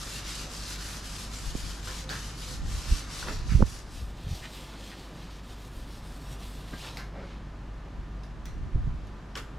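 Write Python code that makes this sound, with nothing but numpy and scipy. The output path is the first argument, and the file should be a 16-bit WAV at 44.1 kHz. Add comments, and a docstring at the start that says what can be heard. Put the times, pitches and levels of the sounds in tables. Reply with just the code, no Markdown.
"""Scouring a steel trough

A scouring pad scrubs to and fro in a stainless steel trough in a paved yard, four or five strokes
a second, its countless fibres catching and slipping on the sheet. The trough takes the odd knock;
the work stops after 7 s and fingers snap. Wind buffets the microphone, once with a hard thump,
over a steady rumble, a machine hum and a far dove."""
import sys
import numpy as np
from scipy import signal
from scipy.fft import rfft, irfft, next_fast_len
from scipy.io import wavfile
from scipy.ndimage import uniform_filter1d

SR = 44100
rng = np.random.default_rng(int(sys.argv[2]) if len(sys.argv) > 2 else 0)


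def int16_out(signal):
    """Quantize to a 16-bit WAV file."""
    q = np.round(np.clip(np.atleast_2d(signal).T, -1, 1) * 32767)
    wavfile.write(sys.argv[1], SR, q.astype(np.int16))


N = 422478
T = np.arange(N) / SR
MOVE_S, STOP_S = 3.95, 7.02  # the pad moves along the trough; the scrubbing ends


# Tone of the rasp before and after the move: (frequency [Hz], gain [dB])
RASP_FIRST = [(250, -11.5), (500, -7.5), (750, -8), (1000, -2.5), (1300, -0.5), (1750, -3.5), (2100, -4),
              (2800, -2), (3600, -2), (4900, 0), (6400, -3), (7600, -5.5), (8600, -9.5), (12300, -15.5),
              (14800, -43)]
RASP_LATER = [(500, 0), (900, -1.5), (1400, -16), (2100, -5.5), (3000, -1.5), (4000, -2), (5200, -5),
              (6400, -8), (7600, -8.5), (9500, -8.5), (10400, -13.5), (11400, -15), (12500, -10.5),
              (14000, -18.5), (15500, -26)]

def scrubbing(first_db=1.32, later_db=2.0, hiss_db=9, modes_db=-11, chatter_db=0.2, tufts=4):
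    """Tufts of the pad shake the sheet, each at its own spot; a faster hand gives more fine hiss."""
    level_db, fine_db = hand()
    sheet = sum(sliding_tuft() for _ in range(tufts))
    sheet += undb(modes_db) * signal.oaconvolve(fibres(), trough_ring())[:N]
    moved = np.clip((T - MOVE_S) / 0.17 + .5, 0, 1)
    rasp = (np.sqrt(1 - moved) * undb(first_db) * unit(colour(sheet, RASP_FIRST))
            + np.sqrt(moved) * undb(later_db) * unit(colour(sheet, RASP_LATER)))
    rasp = tilt(rasp, hz=7500, high_db=fine_db + hiss_db)
    dip_db = uniform_filter1d(level_db, SR // 3) - level_db
    rasp = tilt(rasp, hz=2000, low_db=0.71 * dip_db)  # low modes ring on through the turns
    side = tilt((rasp[0] - rasp[1]) / 2, hz=10000, high_db=5)  # widen the top hiss in stereo
    rasp = spread(rasp.mean(axis=0), side) * pan(db=0.7)
    grip_db = chatter_db * walk(76)  # the pad grips unevenly
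    fade_out = np.clip((STOP_S - T) / 0.054, 0, 1)
    return rasp * undb(level_db + grip_db) * fade_out


# Strokes, each lasting until the next: (start [s], relative level [dB], relative hiss [dB],
# swell from first half to second [dB], dip at the opening turn [dB], half length of the turn [s])
STROKES = [(0, -43, -5.5, 4, 1, 0.028), (0.231, -42, -7.5, -1, -7, 0.034),
           (0.484, -44.5, -6, -1.5, -6, 0.038), (0.65, -41, -6.5, 1, -2.5, 0.027),
           (0.778, -44, -5.5, -1.5, -6, 0.034), (1.017, -45.7, -6, 1.4, -5, 0.027),
           (1.299, -45.5, -6, -1.5, -6.5, 0.034), (1.434, -43.5, -6.5, 2, -1.4, 0.02),
           (1.533, -47, -6, -3, -5.5, 0.029), (1.811, -44.5, -7.5, -1.2, -5.5, 0.036),
           (2.073, -46, -7, -1, -10.5, 0.037), (2.346, -45, -6.5, 2.5, -5, 0.046),
           (2.624, -45, -7.2, 1, -10, 0.052), (2.857, -41.5, -7, -1, -3.5, 0.04),
           (3.067, -42, -7, 1.5, -7.5, 0.056), (3.26, -44.5, -10.5, -0.5, -1.5, 0.03),
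           (3.435, -47.5, -8, -5.5, -9, 0.053), (3.641, -50.0, -4, -2, -6.5, 0.02),
           (3.872, -56, -9, -6, -8.5, 0.061), (4.134, -57, -14.5, 3, -3.5, 0.018),
           (4.263, -50, -11, 0, -2, 0.018), (4.478, -51.5, -11.5, -6, -4, 0.06),
           (4.76, -51.5, -14, 2.5, -2, 0.05), (4.953, -55, -13, -3, -3.5, 0.033),
           (5.122, -54.5, -16, 2.5, -4, 0.027), (5.286, -55, -17, -2.6, -4, 0.028),
           (5.417, -56.5, -10.4, 6, -4.7, 0.019), (5.563, -57.5, -9.5, -0.5, -5, 0.034),
           (5.703, -57.6, -7.5, 3, -4, 0.02), (5.86, -56, -9.5, 4, -3, 0.035),
           (6.013, -57.5, -9, 1.1, -4, 0.029), (6.194, -55, -9, 6, -1, 0.019),
           (6.376, -55, -8, -2, -5.4, 0.032), (6.648, -55, -11, 2, -2, 0.028),
           (6.77, -47, -15, 1.5, -1, 0.012), (6.93, -50, -14.6, 0.2, -4, 0.041)]

def hand(hiss_per_db=0.5, bite=0.93):
    """Rasp level and extra hiss in dB: both dip as the hand slows to turn, and recover a bit faster."""
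    starts, pressure_db, fine_db, swell_db, turn_db, turn_s = np.transpose(STROKES)
    length = np.diff(starts, append=STOP_S)
    halves_s = np.column_stack([starts + length / 4, starts + 3 * length / 4]).ravel()
    halves_db = np.column_stack([pressure_db - swell_db / 2, pressure_db + swell_db / 2]).ravel()
    push_db = np.interp(T, halves_s, halves_db)
    speed_db = 0
    for s, db, half_s in zip(starts, turn_db, turn_s):
        width_s = half_s * np.where(T > s, bite, 1 / bite)
        speed_db += db * np.exp(-np.minimum(((T - s) / width_s) ** 2, 20))
    hiss_db = np.interp(T, starts + length / 2, fine_db) + hiss_per_db * speed_db
    return push_db + speed_db, hiss_db


def sliding_tuft():
    """A tuft slides on from spot to spot, and the sheet answers differently at each."""
    out, step = np.zeros((2, N)), SR // 8
    slips = np.pad(fibres(), step)
    crossfade = np.sin(np.pi * np.arange(2 * step) / (2 * step))
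    for start in range(0, int(STOP_S * SR) + step, step):
        spot = wash(t60_s=0.073, direct_db=3.0, side_db=-8.5, size=step)
        drive = slips[start:start + 2 * step] * crossfade
        sound = signal.fftconvolve(drive[None], spot, axes=1)
        add(out, max(start - step, 0) / SR, sound[:, max(step - start, 0):])
    return out


def fibres(grain_db=3.0, density=.2):
    """Tiny slips of one tuft of the pad, most of them weak."""
    strength = undb(grain_db * np.minimum(rng.exponential(size=N), 6))
    return unit(rng.standard_normal(N) * strength * (rng.random(N) < density))


# Resonances of the trough: (frequency [Hz], bandwidth [Hz], relative level [dB])
TROUGH_MODES = [(418, 28, -1), (564, 100, 2), (1193, 25, -2), (1440, 32, -1.5), (1600, 110, 3.5),
                (1772, 21, 6), (3770, 590, 9), (5080, 50, -4)]

def trough_ring():
    """The few clear modes of the trough, with unit energy; the narrow ones ring longest."""
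    modes, t = 0, T[:SR // 2]
    for hz, width, db in TROUGH_MODES:
        envelope = undb(db) * np.sqrt(width) * np.exp(-np.pi * width * t)
        modes += envelope * np.sin(2 * np.pi * (hz * t + rng.random()))
    return modes / np.linalg.norm(modes)


# Tone of the rattle, a crowd of weak sheet modes: (frequency [Hz], gain [dB])
RATTLE_TONE = [(150, 4), (400, -6.5), (750, -3), (1150, -2), (1550, -0.5), (1800, -1), (2400, -7.5),
               (4000, -3.5), (6500, -9.5), (9000, -20), (12500, -21), (15500, -38)]
# Hits on the steel: (time [s], relative level [dB], brightness [dB], contact [s], rattle T60 [s],
# spot ring against rattle [dB], ping pitch [Hz], ping level [dB], ping decay [s])
KNOCKS = [(1.872, -39, -9, 0.02, 0.33, -6, 1320, -37, 0.002),
          (2.092, -43, 2.5, 0.0026, 0.3, -5, 3750, -26, 0.0015),
          (2.099, -35, -1, 0.029, 0.34, -3, 1530, -30, 0.0013),
          (3.227, -44.5, -18, 0.00088, 0.2, -1, 1480, -29, 0.0031),
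          (3.270, -44, -8, 0.012, 0.2, -10, 1000, -41, 0.012),
          (3.283, -38, -12, 0.004, 0.33, -8, 1420, -37, 0.018),
          (3.286, -42.5, -5, 0.004, 0.23, -2.5, 1730, -32, 0.0055),
          (3.295, -55, -6, 0.005, 0.15, -6, 2680, -40, 0.008),
          (6.732, -43, -20, 0.008, 0.2, -11, 1600, -44.5, 0.035),
          (6.971, -43.5, 2, 0.0012, 0.3, -8, 2150, -29, 0.0016),
          (6.988, -43.5, -5, 0.02, 0.41, -3, 2000, -36, 0.0013),
          (8.234, -58, 3.5, 0.0018, 0.3, -16, 3800, -56, 0.0013),
          (8.456, -48, 0, 0.002, 0.37, -21, 6200, -42, 0.0013),
          (9.070, -69, 7, .002, 0.31, -14, 6000, -60, 0.0013)]

def knocks(gain_db=31, modes_db=-17, spot_width=0.21):
    """Each knock pings at the struck spot, which rings on as the trough rattles."""
    out, modes, t = np.zeros((2, N)), trough_ring(), T[:SR // 4]
    for s, db, bright_db, contact_s, t60_s, spot_db, ping_hz, ping_db, ping_s in KNOCKS:
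        sheet = unit(colour(wash(t60_s, direct_db=5.0, side_db=-10.0), RATTLE_TONE))
        spot_band = [ping_hz * (1 - spot_width), ping_hz * (1 + spot_width)]
        spot = unit(butter(wash(t60_s=0.24, direct_db=-1, side_db=-7.0), spot_band, "band"))
        response = (sheet + undb(spot_db) * spot) / np.sqrt(len(modes)) + undb(modes_db) * modes
        blow = rng.standard_normal(len(t)) * np.exp(-t / contact_s)
        rattle = signal.fftconvolve(blow[None] / np.linalg.norm(blow), response)[:, :len(modes)]
        add(out, s, undb(db + gain_db) * tilt(rattle, hz=2600, high_db=bright_db))
        add(out, s, undb(ping_db) * np.exp(-t / ping_s) * np.sin(2 * np.pi * ping_hz * t))
    return out


# Short, gritty drags: (time [s], length [s], level [dB], centre [Hz], bandwidth [octaves])
SCRAPES = [(3.485, 0.045, -44.5, 1640, 1.1), (4.29, 0.063, -50.5, 4700, 0.8),
           (4.42, 0.034, -43.5, 1690, 1.9), (4.701, 0.05, -52, 700, 1.8), (4.906, 0.03, -53, 1880, 1.1),
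           (6.413, 0.035, -52, 3200, 0.8), (6.79, 0.09, -53, 2850, 0.54), (6.821, 0.09, -52, 1220, 0.89),
           (7.13, 0.13, -52.5, 1150, 1.7), (7.299, 0.039, -53, 1900, 1.3)]

def scrapes(attack_s=0.0037, release_s=0.015):
    """Something drags on the steel: a run of coarse slips that the hand damps as soon as it ends."""
    out, t = np.zeros((2, N)), T[:SR // 3]
    for s, length_s, db, hz, octaves in SCRAPES:
        slips = fibres(grain_db=4.0, density=.08)[:len(t)]
        drag = np.minimum(t / attack_s, 1) * np.exp(-np.maximum(t - length_s, 0) / release_s)
        band = hz * 2 ** (octaves * np.array([-.5, .5]))
        sheet = butter(wash(t60_s=0.15, direct_db=6, side_db=-9), band, "band")
        sheet /= np.linalg.norm(sheet[0])
        add(out, s, undb(db) * signal.fftconvolve((slips * drag)[None], sheet))
    return out


# Low ring-out of the trough: (time [s], pitch [Hz], level [dB], decay [s])
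LOW_MODES = [(7.175, 194, -40, 0.06), (7.17, 555, -44, 0.082)]

def settling(rise_s=0.008):
    """The trough hums briefly in its low modes as the hand leaves it."""
    out, t = np.zeros((2, N)), T[:SR // 2]
    for s, hz, db, decay_s in LOW_MODES:
        envelope = (1 - np.exp(-t / rise_s)) * np.exp(-t / decay_s)
        add(out, s, undb(db) * envelope * np.sin(2 * np.pi * hz * t))
    return out


# Sharp little ticks after the scrubbing: (time [s], level [dB], decay [s])
TICKS = [(8.234, -66, 0.0015), (8.456, -46, 0.002)]

def ticks(low_cut_hz=2000):
    """The dry, bright edge of a light tap."""
    out, t = np.zeros((2, N)), T[:SR // 20]
    for s, db, decay_s in TICKS:
        edge = butter(rng.standard_normal(len(t)), low_cut_hz, "high")
        add(out, s, undb(db) * np.exp(-t / decay_s) * edge)
    return out


# Pop of the hollow palm: (pitch [Hz], bandwidth [Hz], delay [s], level [dB], decay [s])
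PALM_MODES = [(1560, 440, 0.00343, -31, 0.0012), (3020, 900, 0.00135, -33, 0.0014),
              (5440, 700, 0.0016, -41, 0.001)]
# Tone of the snap's tail off the walls: (frequency [Hz], gain [dB])
SNAP_ECHO = [(300, 2), (480, 6), (720, -6), (1150, 5), (1600, 4), (2350, -7), (3100, -3), (3500, -4),
             (3950, -16), (4400, -11), (5400, -9), (6150, -17), (7000, -11.5), (9000, -19), (12500, -21),
             (15500, -37)]

def finger_snap(at_s=9.3523, rough=0.64, slap_db=-41, echo_db=-50, wall_s=0.021, wall_db=-55):
    """A finger slaps the palm and its hollow resounds; the yard answers, then the house wall."""
    out, t = np.zeros((2, N)), T[:SR // 2]
    for hz, width, delay_s, db, decay_s in PALM_MODES:
        skin = noise_band(len(t) + SR // 10, [hz - width / 2, hz + width / 2])[-len(t):]
        tone = (np.sin(2 * np.pi * hz * t) + rough * skin) / np.sqrt(1 + 2 * rough ** 2)
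        add(out, at_s + delay_s, undb(db) * pulse(t, decay_s) * tone)
    slap = pulse(t, peak_s=0.003) * noise_band(len(t), [900, 5500], order=3)
    add(out, at_s, undb(slap_db) * slap)
    bloom = 1 - np.exp(-t / 0.0083)
    echo = colour(wash(t60_s=0.3, direct_db=6, side_db=-13.0), SNAP_ECHO) * bloom
    add(out, at_s, undb(echo_db) * unit(echo))
    slapback = butter(wash(t60_s=0.15, direct_db=1, side_db=-3.0), [900, 5000], "band")
    add(out, at_s + wall_s, undb(wall_db) * unit(slapback))
    return out


# Soft noise swells: (time [s], level [dB], half length [s], centre [Hz])
SOFT_SWELLS = [(0.471, -49.5, 0.045, 450), (3.294, -40.5, 0.03, 350), (6.74, -38.5, 0.011, 236),
               (7.005, -52, 0.047, 724), (7.195, -46.5, 0.061, 500), (7.299, -58, 0.086, 3300),
               (7.87, -51, 0.016, 620)]

def soft_swells():
    """Brief swells of mostly low noise: faint rustles and the dull body under some knocks."""
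    out, t = np.zeros((2, N)), T[:SR // 2] - 1 / 4
    for s, db, half_s, hz in SOFT_SWELLS:
        noise = noise_band(len(t), [hz / 2, hz * 1.4])
        add(out, s + t[0], noise * undb(db) * np.exp(-(t / half_s) ** 2 / 2))
    return out


# Tone of the buffeting: (frequency [Hz], gain [dB])
WIND_TONE = [(20, 8), (45, 8), (90, 0.5), (150, -9.5), (220, -17), (330, -23), (600, -45), (1500, -96.5)]
# Gusts: (peak time [s], relative level [dB], rise [s], fall [s], left minus right [dB])
GUSTS = [(1.484, -30, 0.035, .03, 8), (1.558, -28.5, .015, .02, -9), (1.644, -32, .03, 0.048, 9),
         (2.65, -26.5, 0.098, 0.086, -0.5), (2.754, -26.5, 0.038, 0.061, 0),
         (2.924, -17.5, 0.024, 0.024, -6), (3.40, -26.5, 0.14, 0.061, 0), (3.552, -13, 0.039, 0.049, -8.5),
         (3.626, -9.5, 0.027, 0.016, -4), (4.02, -32, 0.074, 0.082, 13), (4.275, -27.5, 0.034, 0.029, 6),
         (4.33, -26.5, 0.018, 0.044, -2), (5.82, -34.5, 0.036, 0.046, 0), (7.99, -31.5, .015, 0.032, -2),
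         (8.67, -29, 0.18, 0.022, -2.5), (8.755, -15, 0.011, 0.031, -3), (8.87, -22, 0.081, 0.087, -1.5)]

def gusts(gain_db=-4.5, side_db=-8):
    """Turbulence rumbles at the microphone; each gust builds and dies away exponentially."""
    mid, side = colour(rng.standard_normal((2, N)), WIND_TONE)
    air = unit(spread(mid, undb(side_db) * side))
    air /= np.sqrt(uniform_filter1d(air ** 2, SR // 16) + 0.022)  # holds its strength within a gust
    power = 0
    for s, db, rise_s, fall_s, pan_db in GUSTS:
        distance = np.maximum((s - T) / rise_s, (T - s) / fall_s)
        swell = np.exp(-np.minimum(distance, 20))
        power += (undb(db) * pan(pan_db) * swell) ** 2
    return air * np.sqrt(power) * undb(gain_db)


# Wind pops; the tight cluster is the thump: (time [s], peak [dB], centre [Hz], left minus right [dB])
EDDIES = [(1.552, -31, 427, -14), (1.555, -24.5, 160, -7), (2.651, -26, 50, -1), (2.927, -14.5, 36.7, -1),
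          (3.522, -18.5, 134, -10), (3.556, -9.5, 91, -4), (3.597, -25, 240, -8), (3.607, -20, 320, -11),
          (3.6217, -22.5, 420, -11), (3.6251, -20.5, 780, -14), (3.627, -17, 310, -18),
          (3.631, -23.5, 400, -11), (3.626, -9.5, 130, -5), (4.029, -26.5, 74, -2), (4.27, -24.5, 94, 0),
          (4.317, -23, 70, 6), (8.76, -16.5, 76.4, -5), (8.761, -31, 260, -8), (8.876, -20.5, 112, -9)]

def eddies(wake_db=-18, wake_cycles=1.7):
    """An eddy's core sucks at the microphone, with a push before and after, amid finer swirls."""
    out, t = np.zeros((2, N)), T[:SR // 10] - 1 / 20
    for s, db, hz, pan_db in EDDIES:
        radius_squared = (np.pi * hz * t) ** 2
        core = (2 * radius_squared - 1) * np.exp(-radius_squared)
        swirls = noise_band(len(t), [hz, hz * 1.85], order=4)
        wake = undb(wake_db) * swirls * np.exp(-(hz * t / wake_cycles) ** 2) * np.hanning(len(t))
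        add(out, s + t[0], undb(db) * (core + wake) * pan(pan_db))
    return out


# The dove's call: (mid time [s], half length [s], pitch [Hz], level [dB])
COOS = [(1.90, .045, 506, -54.5), (2.075, 0.051, 522, -53), (2.515, 0.047, 507, -53)]

def dove(sag_hz=5):
    """A far dove gives three soft, pure coos, each sinking a little."""
    out, t = np.zeros((2, N)), T[:SR // 2] - 1 / 4
    for s, half_s, hz, db in COOS:
        phase = 2 * np.pi * np.cumsum(hz - sag_hz * t / half_s) / SR
        envelope = np.exp(-(t / half_s) ** 4)
        add(out, s + t[0], undb(db) * np.sqrt(2) * np.sin(phase) * envelope)
    return out


# Tone of the outdoor bed: (frequency [Hz], gain [dB])
YARD_TONE = [(25, -7.5), (50, -8), (75, -12), (110, -12.5), (152, -10.5), (190, -15.5), (260, -18),
             (450, -26.5), (800, -28.5), (1150, -29.5), (1700, -33), (2100, -37.5), (3500, -42),
             (6500, -50), (9000, -58.5), (12500, -64), (15500, -88)]
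# Hum of a machine in the house: (pitch [Hz], level [dB], phase wander [rad])
MACHINE_HUM = [(49.9, -41.5, 0.08), (99.8, -54.5, 0.15), (1001, -68, 1.9), (1203, -68, 0.74),
               (1790, -72.5, 2.7)]
# Slow ride on the bass of bed and hum: (time [s], gain [dB])
RUMBLE_SWELL = [(0, -2), (1.2, -0.5), (2.3, 0.5), (4.2, -4.5), (4.7, -7), (5.3, -3), (6.3, -1.5),
                (7.4, -0.5), (8.1, 0), (9.1, -1.5), (9.58, -2.5)]

def yard(bed_db=-43.5, side_db=-10.5, wide_hz=450, rumble_hz=180):
    """Distant rumble and air, centred in the bass, with a machine's steady mains hum."""
    mid, side = unit(colour(rng.standard_normal((2, N)), YARD_TONE))
    bed = spread(mid, undb(side_db) * butter(side, wide_hz, "high", order=1))
    bed *= undb(bed_db + 0.56 * walk(3.9))
    hum = sum(undb(db) * np.sqrt(2) * np.sin(2 * np.pi * hz * T + wander * walk(14))
              for hz, db, wander in MACHINE_HUM)
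    hum *= undb(walk(5))
    return tilt(bed + hum, rumble_hz, low_db=curve(RUMBLE_SWELL))


def wash(t60_s, direct_db, side_db, size=SR // 2):
    """Stereo impulse response: a first flash, then dense reflections off the steel and the walls."""
    t = T[:size]
    envelope = undb(-60 * t / t60_s) + undb(direct_db) * np.exp(-t / 0.0013)
    mid, side = rng.standard_normal((2, len(t))) * envelope
    return spread(mid, undb(side_db) * side) / np.linalg.norm(mid)


def undb(db):
    """Decibels to gain."""
    return 10 ** (np.asarray(db) / 20)


def unit(x):
    """Scale to rms 1."""
    return x / np.sqrt(np.mean(x ** 2))


def curve(points):
    """Straight lines through (time, value) points."""
    return np.interp(T, *np.transpose(points))


def pulse(t, peak_s):
    """An envelope that rises to 1 at peak_s and dies away."""
    return t / peak_s * np.exp(1 - t / peak_s)


def walk(rate_hz):
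    """Random drift with a spread near 1."""
    knots = rng.standard_normal(int(N / SR * rate_hz) + 3)
    return np.interp(T * rate_hz, np.arange(len(knots)), knots)


def noise_band(size, band_hz, order=2):
    """Band-passed noise at rms 1."""
    return unit(butter(rng.standard_normal(size), band_hz, "band", order))


def colour(x, points):
    """EQ through (Hz, dB) points, rolling off below the first."""
    hz, db = np.transpose(points)
    size = next_fast_len(x.shape[-1] + SR // 20, True)
    f = np.maximum(np.fft.rfftfreq(size, 1 / SR), 1)
    skirt = np.minimum(f / hz[0], 1) ** 2
    gain = undb(np.interp(np.log(f), np.log(hz), db))
    return irfft(rfft(x, size) * skirt * gain, size)[..., :x.shape[-1]]


def butter(x, hz, kind, order=2):
    """Butterworth filter."""
    return signal.sosfilt(signal.butter(order, hz, kind, fs=SR, output="sos"), x)


def tilt(x, hz, low_db=0, high_db=0):
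    """Shelving EQ: one gain below hz, another above."""
    low = signal.sosfiltfilt(signal.butter(3, hz, "low", fs=SR, output="sos"), x)
    return low * undb(low_db) + (x - low) * undb(high_db)


def spread(mid, side):
    """Left and right from mid and side."""
    return np.array([mid + side, mid - side])


def pan(db):
    """Left and right gains for a level difference."""
    return undb(np.array([[db], [-db]]) / 2)


def add(out, s, sound):
    """Mix a short sound in at time s."""
    start = int(s * SR)
    out[:, start:start + sound.shape[-1]] += sound[..., :N - start]


def scene():
    """The mix: steel in front, then the snap and soft swells, the wind and the yard."""
    steel = scrubbing() + knocks() + scrapes() + settling() + ticks()
    return steel + finger_snap() + soft_swells() + gusts() + eddies() + dove() + yard()


# Ride on the stereo width: (time [s], side gain [dB])
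STEREO_WIDTH = [(0, 0.5), (3.8, 0.5), (4.05, -13), (4.3, -40), (6.0, -47), (6.7, -12.5), (7.6, -1),
                (8.6, 1), (9.6, 1)]

def record(dry, top_hz=15700):
    """The image narrows to mono after the thump and slowly opens again; the top is cut."""
    mid, side = (dry[0] + dry[1]) / 2, (dry[0] - dry[1]) / 2
    sound = spread(mid, undb(curve(STEREO_WIDTH)) * side)
    return signal.sosfilt(signal.ellip(8, .2, 70, top_hz, fs=SR, output="sos"), sound)


dry = scene()
out = record(dry)
int16_out(out)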